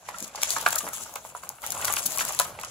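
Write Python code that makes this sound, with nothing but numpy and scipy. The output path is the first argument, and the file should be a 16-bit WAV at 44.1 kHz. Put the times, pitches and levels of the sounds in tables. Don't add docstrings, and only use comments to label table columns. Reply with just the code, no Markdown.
import sys
import numpy as np
from scipy import signal
from scipy.io import wavfile

SR = 44100
rng = np.random.default_rng(int(sys.argv[2]) if len(sys.argv) > 2 else 0)


def undo_db(level):
    steps = np.asarray(level, float) / 20
    return 10 ** steps


def store_pcm(level_fs):
    pcm = np.round(np.clip(level_fs, -1, 1) * 32767).astype(np.int16)
    wavfile.write(sys.argv[1], SR, np.atleast_2d(pcm).T)


N = 119070


def rms_one(x):
    return x / np.sqrt(np.mean(x ** 2) + 1e-20)


def seconds(length_s):
    return np.arange(int(length_s * SR)) / SR


def in_time(rows, column=1):
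    rows = np.array(rows)
    return np.interp(np.arange(N) / SR, rows[:, 0], rows[:, column])


def at_hz(points, hz):
    points = np.array(points)
    return np.interp(np.log(hz), np.log(points[:, 0]), points[:, 1])


def band(x, low_hz, high_hz):
    sos = signal.butter(2, [low_hz, min(high_hz, .45 * SR)], "band", fs=SR, output="sos")
    return signal.sosfilt(sos, x + 1e-18)


def tilt(x, top_db):
    top = signal.sosfilt(signal.butter(1, 9000, "high", fs=SR, output="sos"), x)
    return x + (undo_db(top_db) - 1) * top


def peak(x, hz, db, sharp):
    a, w = undo_db(db / 2), 2 * np.pi * hz / SR
    h = np.sin(w) / (2 * sharp)
    return signal.lfilter([1 + h * a, -2 * np.cos(w), 1 - h * a], [1 + h / a, -2 * np.cos(w), 1 - h / a], x)


def turn_phase(x, hz, sharp):
    w = 2 * np.pi * hz / SR
    h = np.sin(w) / (2 * sharp)
    return signal.lfilter([1 - h, -2 * np.cos(w), 1 + h], [1 + h, -2 * np.cos(w), 1 - h], x)


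def ring(clicks, hz, t60):
    r, w = undo_db(-60 / (t60 * SR)), 2 * np.pi * hz / SR
    return signal.lfilter([0, np.sin(w)], [1, -2 * r * np.cos(w), r * r], clicks + 1e-18)


def pair(x, lag):
    return np.array([x, np.roll(x, lag)])


def add(out, s, sound):
    i = int(s * SR)
    out[..., i:i + sound.shape[-1]] += sound[..., :N - i]


def drift(rate):
    r = np.exp(-80 * np.pi * rate / SR)
    slow = signal.lfilter([1], [1, -2 * r, r * r], rng.standard_normal(N // 40 + 2002))[2000:]
    return np.interp(np.arange(N) / 40, np.arange(len(slow)), rms_one(slow))


def grains(per_s, spread_db, clump_db):
    sizes = undo_db(spread_db * np.minimum(rng.exponential(1, N), 3.5)) * rng.choice([-1, 1], N)
    density = per_s * undo_db(clump_db * (drift(12) + drift(40)))
    return sizes * (rng.random(N) < density / SR)


def coloured(sources, spectrum, low_hz, count):
    edges = low_hz * 2 ** (np.arange(count + 1) / 2)
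    total = 0
    for k, (low, high) in enumerate(zip(edges, edges[1:])):
        level_db = at_hz(spectrum, np.sqrt(low * high)) + 2 * drift(40) + 2 * drift(5)
        total = total + undo_db(level_db) * band(sources[k % 2], low, high)
    return rms_one(total)


# frequency in Hz, level in dB.
WIND_SPECTRUM = [(40, -28), (60, -2), (110, -1), (200, -3.5), (300, -13), (450, -7.5), (600, -14)]


def wind():
    level_db, follows_rub, alike = -55.5, 0.74, 0.92
    white = rng.standard_normal((2, 2, N))
    shared, opposed = white[:, :1], white[:, 1:] * [[1], [-1]]
    air = np.sqrt(1 + alike) * shared + np.sqrt(1 - alike) * opposed
    rub_db = in_time(RUB_PRESSURE)
    gust_db = level_db + follows_rub * (rub_db - rub_db.mean()) + 2 * drift(0.83)
    return undo_db(gust_db) * coloured(air, WIND_SPECTRUM, 36.1, count=8)


def loosened():
    level_db, t60_s = -37, 0.12
    out, t = np.zeros(N), seconds(.25)
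    for s, db, *_ in KNOCKS:
        add(out, s, undo_db(db / 2 + level_db - 60 * t / t60_s) * (1 - np.exp(-t * 200)))
    return out


# time in seconds, level of sifting crumbs in dB, top end in dB.
SHAKE = [(0, -61, 3), (.08, -46.5, -34), (.24, -43, 4.5), (.33, -53.5, -16), (.36, -45, -40),
         (.52, -31, -3), (.64, -38.5, -3), (.8, -40.5, 1.5), (.9, -56.5, 8.5), (.95, -36.5, 3),
         (1.18, -56.5, 7.5), (1.47, -53, 1), (1.6, -66, 9), (1.64, -43.5, 1.5), (2.2, -37, 3.5),
         (2.45, -39.5, -1), (2.56, -62.5, 8), (2.62, -46, -25)]
# frequency in Hz, level in dB per Hz.
SIFT_SPECTRUM = [(1500, -9.5), (3000, -1.5), (5000, -4.5), (8000, 4), (12000, -4), (16000, 1.5)]


def crumbs():
    crackle_db, sift_db, still_db = -4.5, -2.5, -71.5
    spots = [pair(grains(1700, 9.5, clump_db=3), lag) for lag in (4, 10)]
    crackle = signal.lfilter([1], [1, -.3], spots[0] + spots[1])
    snow = rng.standard_normal((2, 2, N))
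    both = undo_db(crackle_db) * coloured([crackle, crackle], SIFT_SPECTRUM, 1640, count=7)
    both = both + undo_db(sift_db) * coloured(snow, SIFT_SPECTRUM, 1344, count=7)
    shaken = undo_db(in_time(SHAKE) + 2 * drift(22))
    return (shaken + loosened() + undo_db(still_db)) * tilt(both, in_time(SHAKE, column=2))


# start in seconds, peak level in dB.
THUDS = [
    (0.214, -34),
    (0.558, -40.5),
    (0.66, -41),
    (0.831, -32.5),
    (1.004, -47),
    (1.732, -45),
    (1.926, -43.5),
    (2.05, -34.5),
    (2.072, -44.5),
    (2.184, -50),
]


def thuds():
    centre_hz, t60_s, level_db, rise_s = 128, 0.12, 2.5, 0.019
    out, t = np.zeros(N), seconds(.2)
    for (s, db), noise in zip(THUDS, rng.standard_normal((len(THUDS), len(t)))):
        shape = undo_db(db + level_db - 60 * t / t60_s) * (1 - np.exp(-t / rise_s))
        add(out, s, shape * rms_one(band(noise, centre_hz * 1.3, centre_hz * 3.04)))
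    return out


# time in seconds, level in dB.
RUB_PRESSURE = [(0, -59), (.1, -49), (.32, -52), (.35, -46), (.6, -38), (.82, -45.5), (.95, -46.5),
                (1.22, -53), (1.52, -52), (1.61, -57), (1.64, -42.5), (1.8, -39), (1.89, -36.5),
                (2.05, -44.5), (2.2, -40.5), (2.45, -44.5), (2.57, -46), (2.63, -47)]


def bark():
    level_db, grit_db, ring_cycles = -5, -7, 24.7
    ticks = grains(700, 2, clump_db=3.5)
    dealt = rng.integers(0, 16, N)
    rings = np.zeros(N)
    for k, hz in enumerate(np.geomspace(560, 1650, num=16)):
        rings += ring(ticks * (dealt == k), hz, ring_cycles / hz)
    grit = band(ticks + rng.standard_normal(N), 1500, 4540)
    return undo_db(in_time(RUB_PRESSURE) + level_db) * (rms_one(rings) + undo_db(grit_db) * rms_one(grit))


# start in seconds, length in seconds, level in dB, top end in dB.
CRUNCHES = [(0.081, 0.019, -39.5, -18), (0.239, 0.012, -34.5, -21), (.355, 0.011, -35, -20),
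            (0.411, 0.026, -36, -32), (0.497, 0.054, -35, -2), (.56, .015, -34, -18),
            (0.581, .008, -31, -8), (.724, 0.0093, -26, -3), (0.757, 0.0046, -29.5, 9.5),
            (0.78, 0.013, -32.5, 12), (0.934, .012, -45, 10), (1.154, 0.007, -38.5, 8),
            (1.663, 0.0037, -40.5, 16), (1.719, .005, -34.5, 11), (1.848, .009, -27.5, 0.5),
            (1.864, 0.028, -31, -1.5), (1.927, 0.0088, -34, -7), (1.957, 0.013, -31.5, -10),
            (1.974, 0.028, -31, 2), (2.053, 0.02, -37, 16.5), (2.18, 0.055, -28, -14),
            (2.33, 0.0091, -35, -3), (2.4, 0.048, -44, 1), (2.439, 0.015, -43, 7)]


def crunches():
    low_hz, tail_db, tail_t60_s, unevenness = 3820, -19.5, 0.076, .9
    out, t = np.zeros((2, N)), seconds(.125)
    for (s, length, db, top_db), noise in zip(CRUNCHES, rng.standard_normal((len(CRUNCHES), 4, len(t)))):
        swell = np.sin(np.pi * np.clip(t / length, 0, 1))
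        trickle = undo_db(tail_db - 60 * np.maximum(t - length, 0) / tail_t60_s)
        shape = np.sqrt(swell ** 2 + trickle ** 2 * np.minimum(t / length, 1))
        spray = rms_one(noise[0] * np.exp(unevenness * noise[1]))
        spray = pair(spray, 10) + 1.17 * noise[2:]
        add(out, s, undo_db(db) * tilt(band(shape * spray, low_hz, 26000), top_db))
    return out


# start in seconds, peak level in dB, top end in dB.
SNAPS = [(0.1837, -28, -2), (0.225, -23.5, -36), (0.3561, -28, -30), (0.417, -18, -29), (0.4272, -21, -33),
         (0.4317, -6, -30), (0.4934, -23.5, -5), (0.5036, -9.5, -29), (0.6648, -18.5, -17),
         (0.6857, -19, -1), (0.7281, -26, 5), (0.7547, -21, 5), (0.7812, -34, 9), (0.9322, -33.5, 9.5),
         (1.49, -37, 18), (1.618, -48.5, 19.5), (1.7033, -24.5, 8.5), (1.7245, -22, -20),
         (1.846, -22.5, 9.5), (1.9239, -26.5, 14), (1.9646, -15, -6), (2.0606, -31, 17.5), (2.173, -18, -2),
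         (2.1829, -13, -6), (2.2124, -25, -27), (2.3473, -32, 9), (2.389, -9.5, -18), (2.3969, -6.5, -1.5),
         (2.4159, -17, -16), (2.6327, -25.5, -23.5)]
# start in seconds, peak level in dB.
TICKS = [(0.203, -16), (0.2773, -19.5), (0.517, -12), (0.611, -12), (0.68, -14), (0.7049, -9.5),
         (0.793, -18), (0.887, -24), (0.963, -26), (1.06, -34), (1.1381, -28.5), (1.4354, -25.5),
         (1.6709, -17), (1.813, -17), (1.8764, -22), (1.9364, -7), (2.02, -20), (2.0363, -21.5),
         (2.1196, -19), (2.1886, -28), (2.1998, -13.5), (2.25, -13), (2.2856, -15), (2.3224, -17.5),
         (2.366, -26), (2.597, -17.5), (2.612, -11.5), (2.6469, -11.5)]


def snaps():
    level_db, rise_s, debris_db, debris_t60_s = 3, .00045, -18, .09
    out, t = np.zeros((2, N)), seconds(1 / 6)
    shake_top_db = in_time(SHAKE, column=2)
    rows = list(SNAPS) + [(s, db - 14.5, shake_top_db[int(s * SR)] + 7.5) for s, db in TICKS]
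    for (s, db, top_db), noise in zip(rows, rng.standard_normal((len(rows), 3, len(t)))):
        crack = np.sign(noise[0]) * t / rise_s * np.exp(1 - t / rise_s)
        lumps = .2 + .5 * noise[0] ** 2
        debris = undo_db(debris_db - 60 * t / debris_t60_s) * noise[1:] * lumps
        sound = band(pair(crack, 11) + debris, 5170, 26000)
        add(out, s + 0.00099, undo_db(db + level_db) * tilt(sound, top_db - 1))
    return out


# start in seconds, peak level in dB, pitch in Hz, brightness in dB.
KNOCKS = [(0.086, -25.5, 855, -16), (0.347, -29, 840, -21), (0.375, -25, 880, -20),
          (0.429, -25.5, 1246, -1.5), (0.563, -18, 906, -12.5), (0.6614, -6.5, 1207, -15.5),
          (0.726, -22, 1310, -11.5), (0.761, -18, 1300, -46), (0.8415, -22, 483, -48),
          (0.874, -24, 1403, -17), (1.157, -20, 1117, -18.5), (1.248, -26, 870, -48),
          (1.348, -23.5, 970, -41), (1.432, -33.5, 1087, -20), (1.499, -32.5, 850, -21),
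          (1.637, -22.5, 1317, -37), (1.767, -29, 900, -12), (1.822, -25.5, 1440, -10),
          (1.842, -19.5, 1156, -14.5), (1.879, -14.5, 1390, -17), (1.898, -18.5, 1180, -19),
          (1.936, -34.5, 920, 1.5), (1.967, -24, 1165, -3.5), (2.189, -22.5, 1156, -5.5),
          (2.207, -19, 1364, -10.5), (2.29, -27, 840, -22.5), (2.391, -24.5, 1110, -8),
          (2.398, -12, 1000, -41), (2.587, -27, 910, -12)]
# start in seconds, peak level in dB, pitch in Hz.
RAPS = [(0.142, -29, 1380), (0.495, -31, 840), (0.744, -21.5, 1330), (0.804, -23.5, 1200),
        (0.865, -21.5, 680), (0.885, -28, 869), (0.93, -32, 1300), (1.057, -34, 1230), (1.469, -37, 830),
        (1.583, -39, 945), (1.631, -29.5, 860), (1.725, -30, 1150), (1.747, -27.5, 1020),
        (2.054, -32.5, 630), (2.173, -22.5, 1150), (2.214, -20.5, 1320), (2.304, -23, 850),
        (2.376, -33.5, 1070), (2.406, -19, 1220), (2.45, -26, 1270), (2.491, -34, 950), (2.549, -34, 1060),
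        (2.634, -23.5, 1060), (2.678, -48, 940)]
# ratio to the pitch, level in dB, decay (T60) in seconds.
POLE_MODES = [(.6, -22.5, 0.03), (.74, -20, 0.043), (.87, -26, 0.012), (1.0, -11.5, 0.039),
              (1.2, -10.5, 0.012), (1.36, -8.5, 0.013)]
# ratio to the pitch, level in dB, decay (T60) in seconds.
POLE_HIGH_MODES = [(1.9, 7.4, 0.0055), (2.4, 10.93, 0.0037), (3.0, 1.3, 0.0027)]


def knocks():
    level_db, rattle_db, rattle_t60_s = -3, -31, .1
    out, t = np.zeros(N), seconds(.2)
    rows = list(KNOCKS) + [(s, db - 3.5, hz, -15) for s, db, hz in RAPS]
    for s, db, hz, bright_db in rows:
        noise = rng.standard_normal(len(t))
        contact = np.exp(-((t - .001) / .0001) ** 2) / 9 + .11 * noise * undo_db(-60 * t / .022)
        hit = contact + undo_db(rattle_db - 60 * t / rattle_t60_s) * noise
        modes = list(POLE_MODES) + [(ratio, d + bright_db, t60) for ratio, d, t60 in POLE_HIGH_MODES]
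        for ratio, mode_db, t60 in modes:
            luck_db = 2 * rng.standard_normal()
            add(out, s + 0.001061, undo_db(db + level_db + mode_db + luck_db) * ring(hit, hz * ratio, t60))
    return band(band(out, 465, 9500), 465, 9500)


# delay in seconds, level in dB.
ECHOES = [(.011, -9.5), (.023, -14.5), (.041, -22.5)]


def scene():
    wood = knocks() + bark() + thuds()
    near = np.array([wood, turn_phase(wood, 1870, 4.4)]) + snaps() + crunches()
    dull = band(near, 234, 4300)
    for k, (s, db) in enumerate(ECHOES):
        add(near[k % 2], s, undo_db(db) * dull[0])
        add(near[1 - k % 2], s * 1.3, undo_db(db) * dull[1])
    return near + crumbs() + wind()


def top_cut(x):
    return signal.sosfilt(signal.butter(12, 16990, fs=SR, output="sos"), x)


# frequency in Hz, boost or cut in dB, sharpness (Q).
LEFT_PORT = [(1300, 3, 0.54), (7280, 7, 2.3), (8805, -14, 3.85), (9870, 11, 2.12)]
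# frequency in Hz, boost or cut in dB, sharpness (Q).
RIGHT_PORT = [(1300, 6.5, 0.7), (6430, 9.5, 4.6), (9380, -11, 11), (14000, -10.5, 0.66)]


def record(dry):
    sides = []
    for x, port in zip(dry, (LEFT_PORT, RIGHT_PORT)):
        for hz, db, sharp in port:
            x = peak(x, hz, db, sharp)
        sides.append(x)
    treble_end = signal.cheby2(12, 35, 16100, fs=SR, output="sos")
    mix = signal.sosfilt(treble_end, np.clip(sides, -.92, .92))
    return top_cut(mix)


dry = scene()
out = record(dry)
store_pcm(out)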